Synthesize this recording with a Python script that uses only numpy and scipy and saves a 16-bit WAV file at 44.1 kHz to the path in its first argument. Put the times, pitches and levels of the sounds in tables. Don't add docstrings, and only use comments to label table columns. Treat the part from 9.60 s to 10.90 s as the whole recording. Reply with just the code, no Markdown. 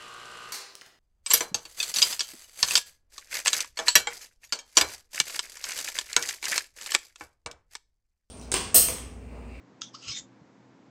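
import sys
import numpy as np
from scipy import signal
from scipy.fft import rfft, irfft, next_fast_len
from scipy.io import wavfile
from scipy.ndimage import map_coordinates

SR = 44100
rng = np.random.default_rng(int(sys.argv[2]) if len(sys.argv) > 2 else 0)


def digitize_waveform(pressure):
    field = np.atleast_2d(pressure).T
    bounded = np.clip(field, -1, 1)
    quanta = np.round(bounded * 32767).astype(np.int16)
    wavfile.write(sys.argv[1], SR, quanta)


N = 57330

STEEL_MODES = [(1154, 99, -22, -10, 0.67, 0.12), (1342, 200, -2, -12, 0.46, 0.24),
               (2868, 95, -2, -1.5, 0.7, 0.03), (3174, 120, -19, -6.5, .74, 0.2),
               (3610, 280, 3.5, 3.5, 0.9, 0.08), (4066, 210, -4.5, -3.5, .78, .13),
               (4910, 100, -15, 0, 0.5, 0), (5146, 186, 3, 4, .76, 0.07), (5580, 270, -2, -6, .77, 0),
               (6047, 290, 3.5, -0.5, .83, 0.1), (6580, 300, -1.5, -8, .3, 0.6),
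               (6600, 140, -26, -6, .95, .2), (6840, 170, -9.5, 0.5, 0.96, .08),
               (7355, 240, -18, -1, 1, 0.08)]
# (time [s], relative level [dB])
FRICTION = [(.205, -100), (.212, -39), (.221, -41), (.235, -39.5), (.252, -51), (.277, -54.5), (.3, -61),
            (.325, -73), (.34, -51), (.349, -44), (.38, -56), (.408, -53), (.428, -44), (.474, -42.5),
            (.483, -33), (.508, -36.5), (.517, -33), (.525, -38.5), (.544, -42), (.574, -37.5),
            (.596, -39.5), (.603, -55), (.635, -67), (.66, -110)]
# (time [s], lower [Hz], upper [Hz], lower gain [dB], upper gain [dB])
BLADE_BENDS = [(.22, 3200, 6200, -6.5, -4.5), (.27, 3570, 5930, 3.5, 0), (.3, 3250, 5900, -9, 1),
               (.335, 3050, 5050, -7, 1.5), (.4, 2950, 4850, -18, 3), (.43, 2960, 5000, -0.5, -8),
               (.485, 2830, 4820, -3.5, -9.5), (.525, 2340, 5400, -12, 0.5), (.57, 2070, 5950, -7.5, -14),
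               (.6, 1910, 6000, -18.5, -14)]
# (frequency [Hz], relative density [dB])
RASP_SPECTRUM = [(500, -31), (1000, -25), (1650, -21), (2600, -9.5), (4000, -7), (5600, -3.5), (7000, -9.5),
                 (8200, -11.5)]
# (time [s], relative level [dB])
BLOWS = [(.2179, -6), (0.2209, -16.5), (.3485, -23.5), (.3512, -25.5), (0.4826, -16.5), (.4945, -21.5),
         (.515, -22)]
# (time [s], width [s], level [dB], pitch [Hz])
EDGE_SQUEAKS = [(.349, .004, -43, 1193), (.367, 0.0054, -56, 1270)]
# (time [s], width [s], level [dB], pitch [Hz])
HAND_BUMPS = [(.481, 0.0059, -48, 108), (.508, 0.0084, -46, 124.4), (.819, 0.0041, -49, 152),
              (1.289, 0.011, -57, 132)]
# (time [s], width [s], level [dB])
AIR_PUFFS = [(.226, .007, -63), (.497, .013, -51.5), (.6, 0.037, -73.5)]
# (frequency [Hz], relative density [dB])
PUFF_SPECTRUM = [(20, -24), (45, -2), (90, -7), (200, -23.5), (500, -47)]
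# (frequency [Hz], relative density [dB])
ROOM_NOISE_SPECTRUM = [(25, -50), (50, -29.5), (85, -17), (120, -5.5), (150, -6.5), (185, 0), (270, -4),
                       (400, -9), (480, -7), (600, -11.5), (950, -12), (1250, -17), (2100, -21),
                       (3000, -28), (4500, -29.5), (7000, -32.5), (8000, -40)]
# (frequency [Hz], level [dB])
HUM_TONES = [(121, -69), (264.5, -64.5), (302, -70), (341, -71.5)]

SLIDE_START_S, SLIDE_END_S = 0.25, 0.598
LOWER_WIDTH_HZ, UPPER_WIDTH_HZ = 560, 790
RASP_HEEL_GAIN_DB, RASP_RISE_DB = -8, 3.5
SLIPS_PER_S, SLIP_SPREAD_DB, CHATTER_DB, CHATTER_PER_S = 8000, 3, 1.4, 250
CONTACT_S, CRUNCH_T60_S = 0.00023, 0.0081
ROOM_T60_S, ROOM_DELAY_S, REVERB_DB, ROOM_NOISE_DB = 0.15, 0.003, -9.5, -58.5


def scrape():
    friction = amp(curves(FRICTION)[0])
    force = grit() * friction
    place = np.clip((clock() - SLIDE_START_S) / (SLIDE_END_S - SLIDE_START_S), 0, 1)
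    ring = sum(resonate(force * amp(db) * bell(place - spot, reach), hz, width_hz)
               for hz, width_hz, _, db, spot, reach in STEEL_MODES if reach > 0)
    lower_hz, upper_hz, lower_db, upper_db = curves(BLADE_BENDS)
    bends = resonate(grit() * friction * amp(lower_db), lower_hz, LOWER_WIDTH_HZ)
    bends += resonate(grit() * friction * amp(upper_db), upper_hz, UPPER_WIDTH_HZ)
    rasp = coloured(grit() * friction * amp(RASP_HEEL_GAIN_DB + RASP_RISE_DB * place), RASP_SPECTRUM)
    return amp(-6.5) * ring + amp(-4) * bends + rasp


def grit():
    slips = (rng.random(N) < SLIPS_PER_S / SR) * rng.choice([-1, 1], N)
    size_db = SLIP_SPREAD_DB * rng.standard_normal(N) + CHATTER_DB * wobble(CHATTER_PER_S)
    return unit(slips * amp(size_db))


def clicks():
    ring, crunch = np.zeros(N), np.zeros(N)
    for at_s, db in BLOWS:
        age_s = np.maximum(clock() - at_s, 0)
        attack = 1 - np.exp(-age_s / CONTACT_S)
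        for k, (hz, width_hz, struck_db, *_) in enumerate(STEEL_MODES):
            gain = (-1) ** k * amp(db + struck_db) * np.sqrt(width_hz / 100)
            decay = np.exp(-np.pi * width_hz * age_s)
            ring += gain * attack * decay * np.sin(2 * np.pi * hz * age_s)
        crunch += amp(db - 60 * age_s / CRUNCH_T60_S) * (age_s > 0)
    return amp(-24.5) * ring + amp(-22) * coloured(crunch * rng.standard_normal(N), RASP_SPECTRUM)


def squeaks():
    return blips(EDGE_SQUEAKS, rise_hz_per_s=23000, flutter_rad=0.26)


def hands():
    puffs = sum(amp(db) * bell(clock() - at_s, width_s) for at_s, width_s, db in AIR_PUFFS)
    return blips(HAND_BUMPS) + puffs * unit(coloured(rng.standard_normal(N), PUFF_SPECTRUM))


def reverb(x):
    time_s = clock()[:SR // 2]
    tail = rng.standard_normal(len(time_s)) * amp(-60 * time_s / ROOM_T60_S) * (time_s > ROOM_DELAY_S)
    return signal.fftconvolve(x, tail / np.linalg.norm(tail))[:N]


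def background():
    hum = np.zeros(N)
    for hz, db in HUM_TONES:
        peak = np.sqrt(2) * amp(db + 2.3 * wobble(8.7))
        hum += peak * np.sin(2 * np.pi * hz * clock() + 0.8 * wobble(10))
    return hum + amp(ROOM_NOISE_DB) * unit(coloured(rng.standard_normal(N), ROOM_NOISE_SPECTRUM))


def blips(rows, rise_hz_per_s=0, flutter_rad=0, flutter_per_s=330):
    out = np.zeros(N)
    for at_s, width_s, db, hz in rows:
        age_s = clock() - at_s
        cycles = hz * age_s + 0.5 * rise_hz_per_s * age_s ** 2 + rng.random()
        phase_rad = 2 * np.pi * cycles + flutter_rad * wobble(flutter_per_s)
        out += np.sqrt(2) * amp(db) * bell(age_s, width_s) * np.sin(phase_rad)
    return out


def resonate(x, hz, width_hz):
    carrier = np.exp(2j * np.pi * np.cumsum(hz + np.zeros(N)) / SR)
    pole = np.exp(-np.pi * width_hz / SR)
    gain = np.sqrt(2 * (1 - pole ** 2) ** 3 / (1 + pole ** 2))
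    baseband = signal.lfilter([1], [1, -2 * pole, pole ** 2], x / carrier)
    return gain * (carrier * baseband).real


def coloured(x, spectrum):
    knots_hz, db = np.transpose(spectrum)
    return filtered(x, lambda hz: unit(amp(np.interp(np.log(hz + 1), np.log(knots_hz), db))))


def filtered(x, response):
    size = next_fast_len(N + SR // 2)
    return irfft(rfft(x, size) * response(np.fft.rfftfreq(size, 1 / SR)), size)[:N]


def wobble(knots_per_s):
    return map_coordinates(rng.standard_normal(2000), [clock() * knots_per_s], mode="wrap")


def curves(rows):
    time_s, *columns = np.transpose(rows)
    return [np.interp(clock(), time_s, column) for column in columns]


def bell(offset, width):
    return np.exp(-0.5 * (offset / width) ** 2)


def amp(db):
    return 10 ** (np.asarray(db) / 20)


def unit(x):
    return x / np.sqrt(np.mean(x ** 2) + 1e-20)


def clock():
    return np.arange(N) / SR


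def scene():
    steel = filtered(scrape() + clicks(), lambda hz: 1 - 1 / (1 + (hz / 950) ** 6))
    steel += squeaks()
    return (steel + amp(REVERB_DB) * reverb(steel) + hands() + background())[None]


def record(dry):
    knots_hz, gain_db = [8100, 8350, 9350, 9900], [0, -25, -31, -80]
    return filtered(dry[0], lambda hz: amp(np.interp(hz, knots_hz, gain_db)))[None]


dry = scene()
out = record(dry)
digitize_waveform(out)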